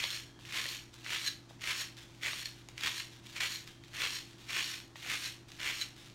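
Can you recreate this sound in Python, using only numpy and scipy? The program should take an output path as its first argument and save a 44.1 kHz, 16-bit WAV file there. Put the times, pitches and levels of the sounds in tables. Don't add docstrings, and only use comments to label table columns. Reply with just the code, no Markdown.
import sys
import numpy as np
from scipy import signal
from scipy.fft import rfft, irfft
from scipy.io import wavfile
from scipy.ndimage import uniform_filter1d

SR = 44100
rng = np.random.default_rng(int(sys.argv[2]) if len(sys.argv) > 2 else 0)


def output_pcm(signal):
    pcm = np.clip(np.atleast_2d(signal).T, -1, 1) * 32767
    wavfile.write(sys.argv[1], SR, np.round(pcm).astype(np.int16))


N = 270774

# (frequency [Hz], mean level [dB rms])
HUM_TONES = [(56.5, -80), (119.9, -60), (282.8, -70), (337.8, -66)]
# (frequency [Hz], density [dB per Hz])
AIR_COLOUR = [(15, 2), (30, -20), (45, 6.5), (85, 3), (140, 5.5), (210, 2), (360, 0), (480, -8), (900, -8),
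              (1500, -12), (3000, -16), (6000, -18), (15000, -39)]
AIR_DB = -59.5

# (teeth bite [s], full force [s], hand lets go [s], crushing [dB], rasp [dB],
#   last push [dB], weaker at the bite by [dB], crunch pitch at the start [Hz], and at the end [Hz])
HAND_TWISTS = [(-0.06, 0.004, 0.16, -38, -44.5, 0.5, 6, 2300, 3500),
               (0.455, 0.557, 0.74, -37.5, -44.5, -1, 18.5, 2260, 3400),
               (1.05, 1.118, 1.274, -37, -46, 4.5, 12, 2300, 3900),
               (1.619, 1.682, 1.813, -36, -44.5, 5, 11, 2300, 3000),
               (2.227, 2.249, 2.445, -37, -46, -1, 7, 2050, 3500),
               (2.78, 2.84, 3.003, -35.5, -46.5, 1, 14, 2500, 3100),
               (3.362, 3.411, 3.543, -34.5, -43.5, -2, 9, 2100, 3900),
               (3.942, 4.016, 4.165, -36, -45, 0.5, 11, 2000, 3200),
               (4.495, 4.566, 4.734, -36, -43.5, -3, 7, 2150, 3600),
               (5.025, 5.106, 5.27, -36.5, -45.5, 2, 13.5, 2070, 3100),
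               (5.602, 5.662, 5.82, -37, -47, 4, 7, 1800, 3500)]
# (middle [s], length [s], drop [dB], a negative drop is a rise)
MILL_STALLS = [(0.018, .012, 3.5), (1.739, 0.016, 3), (2.442, .025, 5.5), (2.811, 0.022, 4.5),
               (3.393, 0.018, 10), (3.488, 0.014, 3.5), (5.19, 0.032, 1), (5.75, 0.023, -1)]
BITE_DB_PER_S, RELEASE_DB_PER_S = 836, 169
BUILD_CURVE = 1.43
RASP_FOLLOWS = 0.87
COARSE_LAST_S, SPENT_DB_PER_S = 0.035, 211
LEFTOVER_DB = -1
MID_SAG_DB = 1
PUSH_S = 0.027

# (frequency [Hz], density [dB per Hz])
CRUSH_COLOUR = [(50, -52), (150, -32), (400, -16.5), (620, -20.5), (800, -22), (1000, -9), (1400, -5.5),
                (2000, 1), (2600, -0.5), (3300, 0), (4200, -7.5), (6000, -12.5), (15000, -26.5)]
# (frequency [Hz], density [dB per Hz])
RASP_COLOUR = [(500, -44.5), (1500, -6), (2500, -6), (3600, 1), (4400, 0), (4850, -10), (5600, 1),
               (6200, -7), (6750, -2), (7500, -11), (9500, -9.5), (10500, -21.5), (11800, -12.5),
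               (15800, -23.5)]
# (multiple of its main ring [ratio], level [dB], decay t60 [s])
BURR_MODES = [(.41, -11, 0.035), (.56, -10.5, 0.011), (.74, -4, 0.013), (1.0, 0.5, 0.022),
              (1.34, -27, 0.0086), (1.6, -9, 0.028)]

# (delay [s], level [dB])
ROOM_ECHOES = [(.0036, -22.5), (0.0189, -30)]
REGRIP_TIMES = [.39, .94, 1.5, 2.13, 2.68, 3.25, 3.83, 4.38, 4.94, 5.48]

# (time [s], peak [dB], pitch [Hz])
HOUSING_KNOCKS = [(.040, -41, 630), (.390, -51.5, 950), (.657, -45, 555), (1.508, -44.5, 680),
                  (2.272, -42, 547), (2.333, -41, 930), (2.687, -46.5, 770), (4.036, -42, 610),
                  (4.064, -45, 660), (4.957, -42.5, 850), (5.061, -42, 745)]
# (multiple of the pitch [ratio], level [dB], decay t60 [s])
HOUSING_MODES = [(.66, -5.5, 0.039), (1.0, 6.5, 0.018), (1.35, 4.5, 0.012), (1.75, -5, 0.029),
                 (3.1, -26, 0.01)]
# (time [s], peak [dB], centre that sets the brightness [Hz])
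CRYSTAL_CRACKS = [(0.0402, -19, 2660), (0.1045, -23, 3770), (0.391, -44.5, 2200), (0.452, -37, 3115),
                  (0.604, -28, 2570), (0.6424, -24, 2970), (0.656, -26, 2580), (0.6892, -23.5, 4010),
                  (0.9413, -36.5, 4150), (1.046, -35, 2770), (1.0635, -28, 2130), (1.6106, -35, 3080),
                  (1.6402, -24, 2570), (1.9691, -37.5, 3390), (2.2338, -23, 2590), (2.3323, -24, 2130),
                  (2.6874, -31.5, 3860), (2.7796, -26.5, 3040), (2.81, -26, 3570), (2.872, -17.5, 3200),
                  (3.003, -29, 2500), (3.2686, -38, 3630), (3.364, -27, 2400), (3.406, -21, 2640),
                  (3.6757, -34, 3720), (3.838, -39, 2840), (4.0337, -30, 2510), (4.0627, -24, 2970),
                  (4.106, -24.5, 3260), (4.3323, -42, 3550), (4.4953, -31, 2180), (4.5073, -26, 2490),
                  (4.5688, -23.5, 3090), (4.643, -23, 3260), (4.7424, -28, 3070), (4.8021, -34, 2970),
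                  (4.9574, -35, 2360), (5.06, -39, 2310), (5.101, -27, 3320), (5.5188, -34.5, 3250),
                  (5.5966, -32, 2290), (5.6788, -29, 2188), (5.702, -31, 2710)]
# (frequency [Hz], density [dB per Hz])
CRACK_COLOUR = [(60, -47), (200, -30), (900, -12), (2000, 5.5), (3600, 6), (7000, -8), (10500, -20),
                (12500, -25), (16000, -18)]
# (start [s], end [s], nominal pitch [Hz], level [dB])
HOUSING_SQUEAKS = [(0.176, .46, 1665, -69.5), (.18, .46, 3300, -74), (3.62, 3.94, 3200, -71.5),
                   (4.944, 5.037, 3330, -66)]
# (start [s], end [s], level [dB])
SALT_SHIFTS = [(0.397, 0.48, -65), (0.933, 1.045, -64), (1.494, 1.507, -65.5), (1.973, 2.016, -59.5),
               (2.08, 2.2, -69.5), (2.56, 2.596, -65.5), (2.696, 2.715, -67), (3.115, 3.164, -64.5),
               (3.243, 3.35, -60.5), (3.671, 3.686, -60), (3.84, 3.93, -67.5), (4.276, 4.33, -66.5),
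               (4.384, 4.48, -63.5), (4.961, 5.03, -59.5), (5.485, 5.59, -63.5), (5.965, 6.078, -62.5)]
SHIFT_RISE_DB_PER_S, SETTLE_DB_PER_S = 1500, 155
# (frequency [Hz], density [dB per Hz])
LOOSE_COLOUR = [(300, -26), (900, -9.5), (1700, -2.5), (2500, -2), (3600, 1.5), (5000, -5), (7000, -8),
                (10500, -17.5), (15800, -22)]
# (time of release [s], level [dB], main ring [Hz])
BURR_SNAPS = [(1.2639, -28, 4050), (1.272, -27, 4080), (1.2774, -24, 4150), (1.2826, -26.5, 3950),
              (1.817, -37.5, 4060), (2.457, -27.5, 4320), (2.9804, -31, 4080), (2.9993, -32.5, 4080),
              (3.5205, -32.5, 4400), (3.558, -31, 4260), (4.1566, -32.5, 3990), (5.2428, -32, 3870),
              (5.2587, -31, 4084), (5.814, -25.5, 4010), (5.821, -28.5, 3980)]

CUTOFF_HZ = 15820


def from_db(db):
    return 10 ** (np.asarray(db) / 20)


def rms_one(x):
    return x / np.sqrt(np.mean(x ** 2) + 1e-20)


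def peak_one(x):
    return x / np.abs(x).max()


def add(out, s, sound):
    start = max(round(s * SR), 0)
    out[start:start + len(sound)] += sound[:N - start]


def through(x, pulse):
    return signal.oaconvolve(x, pulse)[:N]


def drift(rate):
    steps = rng.standard_normal(4096)
    return np.interp(np.arange(N) / SR * rate, np.arange(len(steps)), steps)


def response(spectrum, uneven_db=0, size=1024, count=40):
    log_hz = np.log(np.maximum(np.arange(size // 2 + 1) * SR / size, 1))
    hz, db = np.transpose(spectrum)
    bump_places = np.linspace(np.log(hz[0]), np.log(hz[-1]), count)
    bumps = np.interp(log_hz, bump_places, rng.standard_normal(count))
    colour_db = np.interp(log_hz, np.log(hz), db) + uneven_db * bumps
    cepstrum = irfft(np.log(from_db(colour_db)))
    cepstrum[1:size // 2] *= 2
    cepstrum[size // 2 + 1:] = 0
    pulse = irfft(np.exp(rfft(cepstrum)))
    return pulse / np.linalg.norm(pulse)


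def struck(modes, hz=1, size=2048):
    t = np.arange(size) / SR
    ring = np.zeros(size)
    for k, (ratio, db, t60) in enumerate(modes):
        decay = from_db(db + rng.normal(0, 0.27) - 60 * t / t60)
        ring += decay * np.sin(2 * np.pi * hz * ratio * t) * (-1) ** k
    return ring / np.linalg.norm(ring)


def fractures(per_s, spread_db, clump_db, clump_rate, size=900):
    uneven_db = spread_db * np.minimum(rng.exponential(1, N), 4)
    sizes = from_db(uneven_db + clump_db * drift(clump_rate))
    happens = rng.random(N) < per_s / SR
    clicks = sizes * rng.choice([-1, 1], N) * happens
    local_power = uniform_filter1d(clicks ** 2, size)
    return clicks / np.sqrt(np.maximum(local_power, 1e-4))


def grains(clicks, pulses, turn_per_s=14, count=4):
    place = np.arange(N) / SR * turn_per_s + count * rng.random(N)
    dealt = place.astype(int) % len(pulses)
    return sum(through(clicks * (dealt == k), pulse) for k, pulse in enumerate(pulses))


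def background():
    t = np.arange(N) / SR
    hum = np.zeros(N)
    for hz, db in HUM_TONES:
        amplitude = np.sqrt(2) * from_db(db + 0.5 * drift(4.27))
        hum += amplitude * np.sin(2 * np.pi * hz * t + 0.17 * drift(2.96))
    air = through(rng.standard_normal(N), response(AIR_COLOUR, size=8192))
    return hum + from_db(AIR_DB) * rms_one(air)


def twisting():
    t = np.arange(N) / SR
    crushes, rasps, pitches = [], [], []
    for bite, full, let_go, crush_db, rasp_db, push_db, build_db, coarse_hz, fine_hz in HAND_TWISTS:
        turning_db = -BITE_DB_PER_S * np.maximum(bite - t, 0) - RELEASE_DB_PER_S * np.maximum(t - let_go, 0)
        slack_db = build_db * (1 - np.interp(t, [bite, full], [0, 1]) ** BUILD_CURVE)
        sag_db = MID_SAG_DB * np.sin(np.interp(t, [full, let_go], [0, np.pi])) ** 2
        spent_db = SPENT_DB_PER_S * np.maximum(t - full - COARSE_LAST_S, 0)
        coarse_db = crush_db - slack_db - spent_db
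        last_push_db = push_db * np.exp(-np.abs(t - let_go) / PUSH_S)
        fine_db = rasp_db - RASP_FOLLOWS * slack_db - sag_db + last_push_db
        crushes.append(turning_db + np.maximum(coarse_db, fine_db + LEFTOVER_DB))
        rasps.append(turning_db + fine_db)
        pitches.append(np.interp(t, [bite, let_go], [coarse_hz, fine_hz]))
    stuck_db = sum(db * np.exp(-(2 * (t - s) / length) ** 2) for s, length, db in MILL_STALLS)
    pitch_hz = np.choose(np.argmax(rasps, axis=0), pitches)
    return np.max(crushes, axis=0) - stuck_db, np.max(rasps, axis=0) - stuck_db, pitch_hz


def crushing(level_db, pitch_hz, t60=0.009, count=14):
    per_s = 1800 * from_db(0.4 * (level_db - level_db.max()))
    clicks = fractures(per_s + 150, spread_db=3.0, clump_db=3.0, clump_rate=200, size=1200)
    colours = [response(CRUSH_COLOUR, uneven_db=2.5) for _ in range(29)]
    splinters = grains(clicks * from_db(level_db), colours, turn_per_s=25)
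    slips = fractures(per_s / 2 + 100, spread_db=0.5, clump_db=2.5, clump_rate=160) * from_db(level_db)
    pitches = np.geomspace(1500, 4800, count)
    scattered_hz = pitch_hz * np.exp(rng.normal(0, 0.13, N))
    nearest = np.rint(np.interp(scattered_hz, pitches, np.arange(count)))
    teeth = sum(through(slips * (nearest == k), struck([(0.99, 0, t60)], hz)) for k, hz in enumerate(pitches))
    return from_db(-1.24) * splinters + from_db(-5.5) * teeth


def rasping(level_db):
    per_s = 5500 * from_db(0.65 * (level_db - level_db.max()))
    ticks = fractures(per_s + 250, spread_db=1.5, clump_db=1.5, clump_rate=200, size=1200) * from_db(level_db)
    colours = [response(RASP_COLOUR, uneven_db=3.0, count=70) for _ in range(31)]
    scrape = grains(ticks, colours, turn_per_s=22, count=3)
    rings = [struck(BURR_MODES, 4190 * (1 + rng.normal(0, 0.046))) for _ in range(11)]
    return from_db(0.16) * scrape + from_db(-3.5) * grains(ticks, rings)


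def room(t60=0.28, tail_db=-12.0, dull_hz=7000, size=22050):
    t = np.arange(size) / SR
    lowpass = signal.butter(2, min(dull_hz, SR / 3), fs=SR, output="sos")
    low = signal.sosfilt(lowpass, rng.standard_normal(size)) * from_db(-60 * t / t60)
    bright = 0.74 * rng.standard_normal(size) * from_db(-60 * t / 0.11)
    tail = (low + bright) * (1 - np.exp(-t / 0.0024))
    pulse = from_db(tail_db) * tail / np.linalg.norm(tail)
    for s, db in ROOM_ECHOES:
        pulse[round(s * SR * (1 + rng.normal(0, 0.04)))] += from_db(db)
    return pulse


def kitchen(x):
    twist = np.searchsorted(REGRIP_TIMES, np.arange(N) / SR)
    return x + sum(through(x * (twist == k), room()) for k in range(len(REGRIP_TIMES) + 1))


def knocks():
    out = np.zeros(N)
    for s, db, hz in HOUSING_KNOCKS:
        add(out, s, from_db(db) * peak_one(struck(HOUSING_MODES, hz)))
    return out


def cracks(tilt_db=13.5, middle_hz=3000, size=1024):
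    out, t = np.zeros(N), np.arange(size) / SR
    for s, db, centre_hz in CRYSTAL_CRACKS:
        tilt = tilt_db * np.log2(centre_hz / middle_hz)
        colour = [(hz, level + tilt * np.clip(np.log2(hz / middle_hz), -1, 1.5)) for hz, level in CRACK_COLOUR]
        splinters = 0.12 * rng.standard_normal(size) * from_db(-60 * t / 0.011)
        splinters[0] = 1
        crack = signal.fftconvolve(splinters, response(colour, uneven_db=4.5))
        add(out, s, from_db(db - 0.5) * peak_one(crack))
    return out


def rubbing(t60=0.05):
    out = np.zeros(N)
    slips = fractures(700, spread_db=2.0, clump_db=1.5, clump_rate=40)
    for start, end, hz, db in HOUSING_SQUEAKS:
        swell = np.interp(np.arange(N) / SR, np.linspace(start, end, 5), [0, 1, 1, 1, 0])
        out += from_db(db) * through(slips * swell, struck([(0.99, 0, t60)], hz))
    return out


def loose_salt():
    t = np.arange(N) / SR
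    levels = []
    for start, end, db in SALT_SHIFTS:
        before_db = SHIFT_RISE_DB_PER_S * np.maximum(start - t, 0)
        after_db = SETTLE_DB_PER_S * np.maximum(t - end, 0)
        levels.append(db - before_db - after_db)
    level_db = np.max(levels, axis=0)
    ticks = fractures(1400, spread_db=1.0, clump_db=2.5, clump_rate=60, size=1800) * from_db(level_db)
    colours = [response(LOOSE_COLOUR, uneven_db=2.5) for _ in range(17)]
    return from_db(5.5) * grains(ticks, colours, turn_per_s=30)


def snaps(size=1500):
    out = np.zeros(N)
    for s, db, hz in BURR_SNAPS:
        chatter = rng.standard_normal(size) * (rng.random(size) < 300 / SR)
        slips = 0.21 * chatter * np.linspace(0, 1, size)
        slips[-1] = 1
        blow = peak_one(struck(BURR_MODES, hz) + from_db(-9.0) * response(RASP_COLOUR, size=2048))
        add(out, s - size / SR, from_db(db + 1.0) * signal.fftconvolve(slips, blow))
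    return out


def scene():
    crush_db, rasp_db, pitch_hz = twisting()
    grinder = crushing(crush_db, pitch_hz) + rasping(rasp_db)
    grinder += knocks() + cracks() + rubbing() + loose_salt() + snaps()
    return (from_db(0.31) * kitchen(grinder) + background())[None]


def record(dry):
    lowpass = signal.ellip(12, 0.1, 70, CUTOFF_HZ, fs=SR, output="sos")
    return signal.sosfilt(lowpass, dry)


dry = scene()
out = record(dry)
output_pcm(out)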